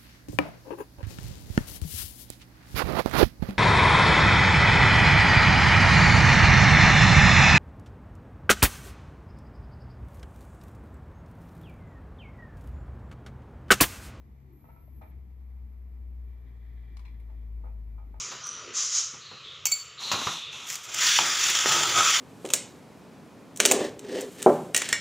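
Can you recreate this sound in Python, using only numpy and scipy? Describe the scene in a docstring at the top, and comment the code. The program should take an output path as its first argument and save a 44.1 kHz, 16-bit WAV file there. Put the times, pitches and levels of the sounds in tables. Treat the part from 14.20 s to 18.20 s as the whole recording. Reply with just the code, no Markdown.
"""Driveway with a sliding gate

A deep drone, probably a distant engine, swells as it slows, over outdoor noise and a thin high hiss.
A faint tone falls; then impacts ring the modes of a hollow body and echo between the house walls.
Friction of the rolling metal gate gives soft scrapes, which lead into small metallic ticks."""
import sys
import numpy as np
from scipy import signal
from scipy.fft import rfft, irfft
from scipy.io import wavfile
from scipy.ndimage import uniform_filter1d, map_coordinates

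SR = 44100
rng = np.random.default_rng(int(sys.argv[2]) if len(sys.argv) > 2 else 0)


def wav_record(signal):
    """Record a signal, one row per channel, as 16-bit PCM in the file named by sys.argv[1]."""
    frames = np.transpose(np.atleast_2d(signal))
    bounded = np.clip(frames, -1, 1)
    # unit amplitude maps onto the largest positive 16-bit level
    quanta = np.round(bounded * 32767).astype(np.int16)
    wavfile.write(sys.argv[1], SR, quanta)


N = 176400

# The drone's fundamental. Each row: time in seconds, frequency in Hz.
DRONE_HZ = [(0, 66.25), (.55, 66.78), (1, 64.64), (1.5, 62.1), (2, 60.73), (3, 55.78), (3.5, 54.23),
            (4, 52.5)]
# Levels of the drone's two harmonics, the rumble and the air. Each row: time in seconds, level in dB.
FUNDAMENTAL_DB = [(0, -49.5), (.45, -54), (.85, -50), (.96, -44.5), (1.1, -45), (1.35, -41.5), (1.65, -42),
                  (1.95, -39), (2.3, -44), (2.55, -42), (3.05, -40.5), (3.4, -37), (3.7, -39), (4, -42.5)]
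SECOND_HARMONIC_DB = [(0, -65), (.5, -62), (1.2, -71.5), (2.05, -80.5), (2.22, -56.5), (2.8, -63.5),
                      (4, -61.5)]
RUMBLE_DB = [(0, -55.5), (.92, -52), (1.15, -56), (3.1, -56), (4, -55)]
AIR_DB = [(0, -69.5), (1.2, -71), (2.6, -69), (4, -69.5)]
# Spectra of the outdoor noises. Each row: frequency in Hz, relative level in dB.
RUMBLE_SPECTRUM = [(20, -23), (38, -15), (58, 6.5), (80, 1.5), (110, -6), (220, -10), (300, -14.5),
                   (500, -28), (1000, -69.5)]
AIR_SPECTRUM = [(300, -6), (470, -4), (560, -13), (660, -6.5), (1200, -10), (1550, -18.5), (2000, -13),
                (2400, -17.5), (2700, -24), (5200, -29), (8600, -31), (9500, -53)]
HISS_SPECTRUM = [(9800, -42), (10600, -16.5), (11800, -2), (12600, 0), (13300, -9), (14300, -38)]
# Likeness of left and right. Each row: frequency in Hz, correlation from -1 to 1.
STEREO_CORRELATION = [(60, 0.92), (280, 0.82), (620, 0.31), (1300, -0.29), (2300, 0.52), (4000, 0.17),
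                      (7500, -0.4)]
# Faint steady tones. Each row: frequency in Hz, level in dB.
HUM_TONES = [(217, -71), (435, -86), (2345, -88)]
# Hollow knocks. Each row: start in seconds, gain in dB, clatter gain in dB, tilt of the modes
# in dB per octave, pitch ratio.
KNOCK_EVENTS = [(.442, -66, -1.5, 8, 1.03), (0.488, -63, -5, 5, 1.06), (0.562, -68, -4.5, 12, 1.06),
                (.812, -60.5, -0.5, 2, 1), (0.819, -67, 2.5, 2, 1.02), (.905, -73, 7.5, -7, 1),
                (3.088, -68, -4, -12.5, 1), (3.438, -60.5, -9.5, 4.5, 1), (3.456, -61.5, -12, -20, 1.02),
                (3.78, -62.5, -9, 7.5, 1), (3.94, -62, -5.5, 1, 1)]
# Modes of the hollow body and of the metal. Each row: frequency in Hz, relative level in dB.
BODY_MODES = [(494, -8), (631, 1), (790, -7), (866, 3), (905, -1), (1000, -12), (1248, -4.5), (1326, -14.5)]
METAL_MODES = [(2100, 1.5), (2345, 1.5), (2700, -7), (3450, -6.5), (4050, -6.5), (5200, -13)]
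# Sharp ticks. Each row: start in seconds, level in dB, the grit's time to fall 60 dB in seconds,
# its tilt in dB per octave, relative level of the metal ring in dB.
TICK_EVENTS = [(0.814, -67, 0.083, -1.5, -4), (2.769, -46, 0.037, -1, -15.5), (2.793, -52, 0.057, -2, -17),
               (2.852, -61, 0.12, -1.5, 5.5), (2.879, -65, 0.089, -3, -1.5), (2.999, -70, 0.08, 19, 2),
               (3.1, -74, .05, -7, 0)]
# Spectra of the contact noises. Each row: frequency in Hz, relative level in dB.
THUD_SPECTRUM = [(200, -19), (500, -3), (900, -3.5), (1500, -14), (3000, -44)]
CLATTER_SPECTRUM = [(900, -7.5), (2300, 12.5), (3000, -6), (4000, -7), (4800, -18), (12000, -38)]
TICK_SPECTRUM = [(400, -44), (1000, 13), (1500, -13.5), (4300, -6.5), (7500, -10.5), (12500, -12),
                 (14000, -40)]
FRICTION_SPECTRUM = [(1400, -18.5), (1800, 1.5), (2030, 3.5), (2200, -8), (2345, 4.5), (2600, -26),
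                     (3290, -6), (3800, -11.5), (4300, -18.5), (10000, -56)]
# Swells of the gate's friction. Each row: middle in seconds, level in dB.
SCRAPE_SWELLS = [(2.1, -80), (2.27, -75), (2.47, -72.5), (2.66, -70.5), (2.84, -73), (2.981, -78),
                 (3.19, -76)]

TIME = np.arange(N) / SR
RATTLE_PER_S = 220


def amp(db):
    """Amplitude grows tenfold for every 20 dB."""
    return 10 ** (np.asarray(db) / 20)


def unit(x):
    """Normalisation to an rms of 1."""
    return x / np.sqrt(np.mean(x ** 2) + 1e-20)


def along(points, hz):
    """Interpolation of (Hz, value) points on a logarithmic frequency axis."""
    freqs, values = np.transpose(points)
    return np.interp(np.log(hz + 1), np.log(freqs + 1), values)


def curve(rows):
    """Linear interpolation of (seconds, value) points."""
    return np.interp(TIME, *np.transpose(rows))


def wobble(per_s):
    """Smooth random modulation: a spline through per_s random values a second."""
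    return map_coordinates(rng.standard_normal(400), [TIME * per_s], mode="mirror")


def filtered(x, response):
    """Filtering multiplies the spectrum by a frequency response."""
    return irfft(rfft(x) * response(np.fft.rfftfreq(N, 1 / SR)), N)


def pan(db):
    """A level difference, left over right, gives direction."""
    return amp(np.array([[db], [-db]]) / 2)


def noise(spectrum_db, correlation=STEREO_CORRELATION):
    """Coloured noise of rms 1; the balance of mid and side sets the left-right correlation."""
    def response(hz):
        angle = np.arccos(np.clip(along(correlation, hz), -1, 1)) / 2
        return amp(spectrum_db(hz)) * [np.cos(angle), np.sin(angle)]
    mid, side = filtered(rng.standard_normal((2, N)), response)
    return unit(np.array([mid + side, mid - side]))


def decay(start, t60, attack_s=0.0004):
    """Damped vibration rises quickly, then falls exponentially by 60 dB in t60 seconds."""
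    age = np.maximum(TIME - start, 0)
    return np.exp(-np.log(1000) * age / t60) * (1 - np.exp(-age / attack_s))


def drone():
    """Harmonic motion: a low fundamental and its weak, wavering octave sink together."""
    phase = 2 * np.pi * np.cumsum(curve(DRONE_HZ)) / SR
    fundamental = amp(curve(FUNDAMENTAL_DB) + 0.3 * wobble(21.95)) * np.sin(phase)
    octave = amp(curve(SECOND_HARMONIC_DB) + 2.83 * wobble(8.2)) * np.sin(2 * phase)
    return np.sqrt(2) * (fundamental + octave) * pan(3.3)


def background():
    """Low rumble, broadband air and faint tones superpose, each wavering in level."""
    rumble = amp(curve(RUMBLE_DB) + 1.6 * wobble(16)) * noise(lambda hz: along(RUMBLE_SPECTRUM, hz))
    air_gain = amp(curve(AIR_DB) + 0.6 * wobble(27))
    air = air_gain * noise(lambda hz: along([(100, -31.5)] + AIR_SPECTRUM, hz))
    hum = sum(amp(db + 3 * wobble(7.7)) * np.sin(2 * np.pi * hz * TIME + wobble(8.8))
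              for hz, db in HUM_TONES)
    return rumble * pan(2.6) + air + hum


def hiss(start_s=0.325, end_s=0.91, rise_db=9.7):
    """Amplitude modulation of a high noise band: it steps up and flutters for a moment."""
    surge = uniform_filter1d(1. * ((TIME > start_s) & (TIME < end_s)), size=500)
    gain = amp(-83.5 + surge * (rise_db + 1.6 * wobble(35.3)))
    return gain * noise(lambda hz: along(HISS_SPECTRUM, hz), correlation=[(12000, 0.6)])


def falling_tone(middle_s=0.335, half_width_s=0.072, hz=341, fall_hz_per_s=540):
    """A faint linear chirp swells briefly; random phase modulation makes it rough."""
    t = TIME - middle_s
    phase = 2 * np.pi * (hz * t - fall_hz_per_s * t ** 2 / 2)
    swell = amp(-60.5) * np.exp(-(t / half_width_s) ** 2)
    return np.sqrt(2) * swell * np.sin(phase + wobble(RATTLE_PER_S / 2))


def hollow_body(pitch, tilt):
    """Modal vibration: sines of random phase, a quarter cycle apart between left and right."""
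    sides = np.pi / 4 * np.array([[1], [-1]])
    modes = 0
    for hz, db in BODY_MODES:
        phase = 2 * np.pi * (hz * pitch * TIME + rng.random())
        modes = modes + amp(db + tilt * np.log2(hz)) * np.sin(phase + sides)
    return unit(modes)


def knocks():
    """Impacts make contact noise and excite the body's modes; loose parts chatter as each dies away."""
    thud_noise = noise(lambda hz: along(THUD_SPECTRUM, hz))
    clatter_noise = noise(lambda hz: along(CLATTER_SPECTRUM, hz))
    out = 0
    for start, db, clatter_db, tilt, pitch in KNOCK_EVENTS:
        thud = amp(6.5) * thud_noise * decay(start, t60=0.081)
        ring = amp(6.5) * hollow_body(pitch, tilt) * decay(start, t60=0.19)
        clatter = amp(clatter_db - 3.5) * clatter_noise * decay(start, t60=0.2, attack_s=0.0022)
        blow = thud + ring + clatter
        rattle = amp(2.5 * wobble(RATTLE_PER_S))
        out = out + amp(db) * blow.std() * unit(blow * rattle)  # the rattle adds no energy
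    return out


def wall_echo(x):
    """Diffuse reflection between the houses: convolution with a short, slightly dulled noise tail."""
    tail = rng.standard_normal((2, N)) * decay(0.0071, t60=0.33, attack_s=0.00049)
    echo = signal.fftconvolve(x, tail / np.linalg.norm(tail[0]), axes=1)[:, :N]
    return filtered(echo, lambda hz: amp(along([(2500, -2.5), (10000, -4.5)], hz)))


def dull_tap(start_s=0.679, hz=620):
    """A heavily damped sine is heard as one small, dull tap."""
    envelope = amp(-50.5) * decay(start_s, t60=0.023, attack_s=0.00084)
    return envelope * np.sin(2 * np.pi * hz * TIME) * pan(-2.3)


def metal_ring(width_hz=130):
    """Resonance gathers noise into a narrow band around each mode of the metal."""
    def power(hz):
        return sum(amp(db) ** 2 / (1 + ((hz - centre) / width_hz) ** 2) ** 2
                   for centre, db in METAL_MODES)
    return noise(lambda hz: 10 * np.log10(power(hz)))


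def ticks():
    """Brief contacts have broad spectra: each is a burst of grit with a short metal ring."""
    metal = metal_ring()
    out = 0
    for start, db, t60, tilt, ring_db in TICK_EVENTS:
        grit = noise(lambda hz: along(TICK_SPECTRUM, hz) + tilt * np.log2(np.maximum(hz, 500)))
        ring = amp(ring_db) * metal * decay(start, t60=0.12)
        out = out + amp(db) * (grit * decay(start, t60) + ring)
    return out * pan(3)


def gate_scrapes(half_width_s=0.098):
    """Light friction on metal gives grainy noise, in swells as the gate rolls."""
    swells = sum(amp(db) * np.exp(-((TIME - middle) / half_width_s) ** 2)
                 for middle, db in SCRAPE_SWELLS)
    grain = amp(1.5 * wobble(60))
    return grain * swells * noise(lambda hz: along(FRICTION_SPECTRUM, hz), correlation=[(3000, 0.57)])


def scene():
    """Direct sound and reflections superpose; the ticks are nearer than the knocks, and so drier."""
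    far, near = knocks(), ticks()
    direct = drone() + background() + falling_tone() + hiss() + far + dull_tap() + near + gate_scrapes()
    return direct + wall_echo(far + amp(-4.5) * near)


def record(dry, top_hz=14300):
    """Band limiting: a steep low-pass filter passes nothing above top_hz."""
    return filtered(dry, lambda hz: np.clip((top_hz - hz) / 200, 0, 1))


dry = scene()
out = record(dry)
wav_record(out)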